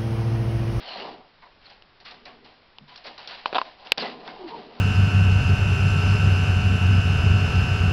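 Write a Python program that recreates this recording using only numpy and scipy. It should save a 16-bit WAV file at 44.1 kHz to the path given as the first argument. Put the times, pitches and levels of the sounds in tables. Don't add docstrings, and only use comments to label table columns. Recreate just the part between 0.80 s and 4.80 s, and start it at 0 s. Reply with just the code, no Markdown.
import sys
import numpy as np
from scipy import signal
from scipy.fft import rfft, irfft
from scipy.io import wavfile

SR = 44100
rng = np.random.default_rng(int(sys.argv[2]) if len(sys.argv) > 2 else 0)


def transcribe(signal):
    frames = np.atleast_2d(signal).T
    limited = np.clip(frames, -1, 1)
    pcm = np.round(limited * 32767).astype(np.int16)
    wavfile.write(sys.argv[1], SR, pcm)


N = 176400
TIME = np.arange(N) / SR

# frequency_hz, density_db
ROD_SPECTRUM = [(250, -22), (600, -13), (1550, -2.5), (2350, -3), (2850, 0), (3450, -4), (4200, -2),
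                (4900, -6), (5600, -18.5), (6500, -14)]


def from_db(db):
    return 10 ** (np.asarray(db) / 20)


def rms_one(x):
    return x / np.sqrt(np.mean(x ** 2) + 1e-20)


def coloured(x, points):
    hz, db = np.transpose(points)
    bins_hz = np.maximum(np.arange(N // 2 + 1) * SR / N, 1)
    gain = from_db(np.interp(np.log(bins_hz), np.log(hz), db))
    return rms_one(irfft(rfft(x) * gain, N))


def drift(rate_hz):
    bins_hz = np.arange(N // 2 + 1) * SR / N
    return rms_one(irfft(rfft(rng.standard_normal(N)) / (1 + (bins_hz / rate_hz) ** 2), N))


def fade(t, t60):
    return np.exp(-np.log(1000) * np.maximum(t, 0) / t60)


def struck(modes, t):
    return sum(from_db(db) * np.sin(2 * np.pi * hz * t) * fade(t, t60) for hz, db, t60 in modes)


def add(out, start_s, sound):
    i = int(start_s * SR)
    out[i:i + len(sound)] += sound[:N - i]


def friction(grains_per_s=6500, spread_db=2, judder_db=1, judder_hz=73):
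    size_db = spread_db * np.minimum(rng.exponential(1, N), 5) + judder_db * drift(judder_hz)
    signs = rng.choice([-1, 1], N)
    catches = rng.random(N) < grains_per_s / SR
    return from_db(size_db) * signs * catches


def resonate(force, resonances):
    t = TIME[:SR // 4]
    ring = sum((-1) ** k * from_db(db) * width * np.exp(-np.pi * width * t) * np.cos(2 * np.pi * hz * t)
               for k, (hz, width, db) in enumerate(resonances))
    drive = rms_one(friction()) * force
    return signal.fftconvolve(drive, ring / np.sqrt(np.sum(ring ** 2)))[:N]


def room_air(level_db=-57.5):
    # frequency_hz, density_db
    spectrum = [(25, 6.5), (60, -1), (400, -4), (950, -4), (4200, -10), (5200, -13.5), (6500, -40)]
    return from_db(level_db) * coloured(rng.standard_normal(N), spectrum)


def basket_bumps(rise_s=0.012):
    # start_s, level_db
    impacts = [(2.008, -45.5)]
    # pitch_hz, level_db, t60_s
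    modes = [(145.6, -1, 0.32), (204, 7.5, 0.098), (238, -2.5, 0.17)]
    out, t = np.zeros(N), TIME[:SR // 2]
    for start_s, db in impacts:
        add(out, start_s, from_db(db) * np.minimum(t / rise_s, 1) * struck(modes, t))
    return out


def stake_flicks():
    # start_s, level_db, rattle_t60_s, pitch_ratio
    flicks = [(0.623, -49, 0.31, 0.89), (1.254, -50.5, 0.7, 1.16), (1.456, -45.5, 0.35, 1.065),
              (3.476, -36, 0.15, 0.927)]
    # pitch_hz, width_hz, level_db
    stake_modes = [(1030, 90, 2), (1650, 160, -4), (2265, 360, -7.5)]
    out = np.zeros(N)
    for start_s, db, t60, ratio in flicks:
        rattle = from_db(db) * (TIME >= start_s) * fade(TIME - start_s, t60)
        out += resonate(rattle, [(hz * ratio, width, level) for hz, width, level in stake_modes])
    return out


def rod_groans(min_width_hz=15, width_share=0.058):
    # start_s, length_s, first_hz, last_hz, level_db
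    groans = [(0.043, 0.16, 4490, 3893, -42), (0.047, 0.1, 3200, 2710, -43.5),
              (0.158, 0.086, 2870, 2905, -42.5), (0.618, 0.06, 996, 970, -50.5),
              (0.851, 0.025, 4330, 4310, -48), (2.062, 0.11, 989, 1003, -54),
              (3.192, 0.03, 5070, 3880, -31), (3.22, 0.08, 2020, 1990, -38.5),
              (3.572, .15, 430, 259, -39.5), (3.69, 0.094, 951, 918, -38), (3.683, 0.13, 412, 451, -44.5)]
    out = np.zeros(N)
    for start_s, length_s, first_hz, last_hz, db in groans:
        progress = np.clip((TIME - start_s) / length_s, 0, 1)
        phase = 2 * np.pi * np.cumsum(first_hz + (last_hz - first_hz) * progress) / SR
        width_hz = min_width_hz + width_share * first_hz
        rough_tone = (1 + drift(width_hz)) * np.sin(phase) + drift(width_hz) * np.cos(phase)
        out += from_db(db) * np.sin(np.pi * progress) * rough_tone / np.sqrt(2)
    return out


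def weaving(rod_gain_db=0.55, wall_gain_db=-2.2, base_gain_db=-4.5):
    # start_s, rise_s, t60_s, rod_db, wall_db
    tucks = [(0.619, 0.004, 0.59, -61.5, -54), (0.8, 0.077, 0.25, -51, -56),
             (.895, 0.0084, 0.35, -49.5, -52.5), (1.2005, 0.0011, 0.23, -51.5, -55),
             (1.246, 0.013, 0.41, -41.5, -51.5), (1.308, 0.002, 0.33, -46, -47.5),
             (1.453, 0.0012, 0.39, -46.5, -44.5), (1.642, 0.0098, 0.6, -52, -51),
             (2.076, 0.016, 1, -50, -55), (2.158, 0.00071, 0.026, -44.5, -49),
             (2.175, 0.0012, 0.25, -48, -52), (2.236, 0.019, 0.52, -42, -41), (2.263, 0.012, 0.1, -38, -43),
             (2.378, 0.0014, 0.97, -43, -46), (2.474, 0.0017, 0.43, -42, -48),
             (2.484, 0.036, 0.65, -40, -43), (2.657, .004, 0.25, -40, -34.5),
             (2.701, 0.076, 0.34, -38.5, -35), (2.835, 0.025, 0.55, -47.5, -46.5),
             (2.97, .03, 1, -53.5, -46.5), (3.046, 0.015, 0.3, -44.5, -45)]
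    # time_s, rod_db, wall_db, base_db
    first_pull = [(0, -43.5, -51, -40.5), (.045, -44.5, -44, -59), (.11, -41, -41, -50.5),
                  (.2, -39.5, -37, -38.5), (.275, -44, -35.5, -39.5), (.33, -49, -44.5, -42),
                  (.41, -62.5, -51.5, -54), (.52, -89, -65.5, -89)]
    second_pull = [(3.175, -32.5, -28.5, -30), (3.217, -32.5, -54, -33), (3.222, -33, -26.5, -32),
                   (3.285, -40.5, -39, -38.5), (3.31, -42, -40, -37.5), (3.38, -55.5, -49, -43),
                   (3.44, -51.5, -43.5, -47), (3.48, -44, -43, -42.5), (3.53, -50.5, -44, -44),
                   (3.665, -53.5, -43, -52.5), (3.685, -42, -45.5, -47), (3.729, -51.5, -44, -39.5),
                   (3.781, -48, -42.5, -39.5), (3.88, -57, -52, -44.5), (4, -51, -44, -49)]
    # time_s, base_db
    drag = [(1.2, -64), (1.36, -54.5), (1.66, -52), (1.82, -77)]
    # pitch_hz, width_hz, level_db
    wall_modes = [(551, 140, -0.5), (660, 44, 3.5), (723.5, 41, 6.5), (836, 126, 1.5), (956, 39, 3),
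                  (1038, 26, 1.5), (1166, 38, -1.5), (1360, 180, -13.5)]
    base_modes = [(153.7, 42, -8), (245, 25.4, 1), (313.8, 11, -0.5), (397, 57, -3), (474, 45, -5.5)]
    base_re_wall_db, base_low_hz = -10.5, 160
    bite_hz, bite_width_hz, bite_db, bite_t60_s = 4230, 780, 5.5, 0.056

    power, bite_force = np.zeros((3, N)), np.zeros(N)
    for start_s, rise_s, t60, rod_db, wall_db in tucks:
        grip = np.clip((TIME - start_s) / rise_s, 0, 1)
        gains = from_db([rod_db, wall_db, wall_db + base_re_wall_db])[:, None]
        power += (gains * grip * fade(TIME - start_s - rise_s, t60)) ** 2
        bite_force += from_db(rod_db + bite_db) * grip * fade(TIME - start_s, bite_t60_s)
    for pull in (first_pull, second_pull):
        times, *levels = np.transpose(pull)
        pulling = (TIME >= times[0]) * (TIME <= times[-1])
        power += np.array([from_db(np.interp(TIME, times, db)) ** 2 for db in levels]) * pulling
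    drag_db = np.interp(TIME, *np.transpose(drag), left=-np.inf, right=-np.inf)
    power[2] += from_db(drag_db) ** 2
    rod_force, wall_force, base_force = np.sqrt(power)

    scrape = from_db(rod_gain_db) * rod_force * coloured(friction(), ROD_SPECTRUM)
    bite = resonate(bite_force, [(bite_hz, bite_width_hz, 0)])
    wall = from_db(wall_gain_db) * resonate(wall_force, wall_modes)
    base = from_db(base_gain_db) * resonate(base_force, base_modes)
    radiation = signal.butter(2, base_low_hz, "high", fs=SR, output="sos")
    return scrape + bite + signal.sosfilt(radiation, wall + base)


def rod_knocks(band_hz=(237, 4250), crack_spread=0.059, squeak_s=0.0045, squeak_glide=0.69):
    # start_s, level_db,
    # ring_hz, ring_t60_s, squeak_hz, squeak_db
    knocks = [(1.9854, -38.5, 900, 0.0085, 3300, -45), (2.6581, -7.5, 990, .011, 2750, -19),
              (2.7284, -15.5, 486, 0.0095, 2610, -40), (2.7338, -18.5, 616, 0.007, 2900, -41),
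              (2.7463, -13.5, 750, 0.0053, 3510, -22.5), (2.7531, -12.5, 760, 0.013, 3410, -18),
              (2.7573, -12.5, 833, 0.015, 3730, -21.5), (2.7602, -11, 753, 0.014, 2800, -29),
              (2.7640, -14, 778, 0.032, 2720, -29), (2.7682, -11.5, 772, 0.012, 2900, -23),
              (2.7831, -6, 950, 0.0093, 3290, -29), (2.7862, -11.5, 1067, .022, 4000, -37),
              (2.8153, -12.5, 1030, 0.018, 3000, -33), (3.2222, -24, 520, 0.022, 3500, -38)]
    # pitch_hz, level_db, t60_s
    crack_modes = [(1540, -6.5, 0.005), (2640, -11, 0.01), (3850, -12.5, 0.0067), (4420, -20, 0.02)]
    out, t = np.zeros(N), TIME[:SR // 10]
    softening = signal.butter(2, band_hz, "band", fs=SR, output="sos")
    progress = np.minimum(t / squeak_s, 1)
    for start_s, db, ring_hz, t60, squeak_hz, squeak_db in knocks:
        modes = [(hz * (1 + crack_spread * rng.normal()), level, decay)
                 for hz, level, decay in crack_modes]
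        wood = signal.sosfilt(softening, struck([(ring_hz, 0, t60)], t) - struck(modes, t))
        rising_hz = squeak_hz * (1 + squeak_glide * (progress - .5))
        squeak = np.sin(np.pi * progress) ** 2 * np.sin(2 * np.pi * np.cumsum(rising_hz) / SR)
        add(out, start_s, from_db(db) * wood + from_db(squeak_db) * squeak)
    return out


def rod_snaps(rise_s=0.00059, chirp_s=0.0023, sweep_hz=2240, sweep_s=0.00084):
    # start_s, level_db, final_hz
    snaps = [(1.0223, -40.5, 2810), (1.9841, -32.5, 2760), (2.4742, -28, 3510), (3.0708, -33.5, 2830),
             (3.1193, -1, 2593), (3.1798, -17, 3740), (3.477, -33.5, 3350)]
    # pitch_hz, level_db, t60_s
    body_modes = [(537, -1, 0.013), (841, 5, 0.0076), (1550, 3.5, 0.0093)]
    tail_db, tail_t60_s, body_db = -18, 0.026, -9
    out, t = np.zeros(N), TIME[:SR // 10]
    attack = np.minimum(t / rise_s, 1) ** 2
    body = from_db(body_db) * struck(body_modes, t)
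    for start_s, db, final_hz in snaps:
        falling_hz = final_hz + sweep_hz * np.exp(-(t / sweep_s) ** 4)
        chirp = np.sin(2 * np.pi * np.cumsum(falling_hz) / SR) * np.exp(-(t / chirp_s) ** 4)
        splinters = coloured(rng.standard_normal(N), ROD_SPECTRUM)[:len(t)]
        tail = from_db(tail_db) * splinters * fade(t, tail_t60_s)
        add(out, start_s, from_db(db) * attack * (chirp + tail + body))
    return out


def scene():
    background = room_air() + basket_bumps()
    return (background + weaving() + stake_flicks() + rod_groans() + rod_knocks() + rod_snaps())[None]


def record(dry, mic_stop_hz=6667, overload=0.66, cutoff_hz=16400):
    dull = signal.sosfilt(signal.cheby2(14, 70, mic_stop_hz, fs=SR, output="sos"), dry)
    clipped = dull / (1 + np.abs(dull / overload) ** 10) ** (1 / 10)
    return signal.sosfilt(signal.ellip(8, .2, 70, cutoff_hz, fs=SR, output="sos"), clipped)


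dry = scene()
out = record(dry)
transcribe(out)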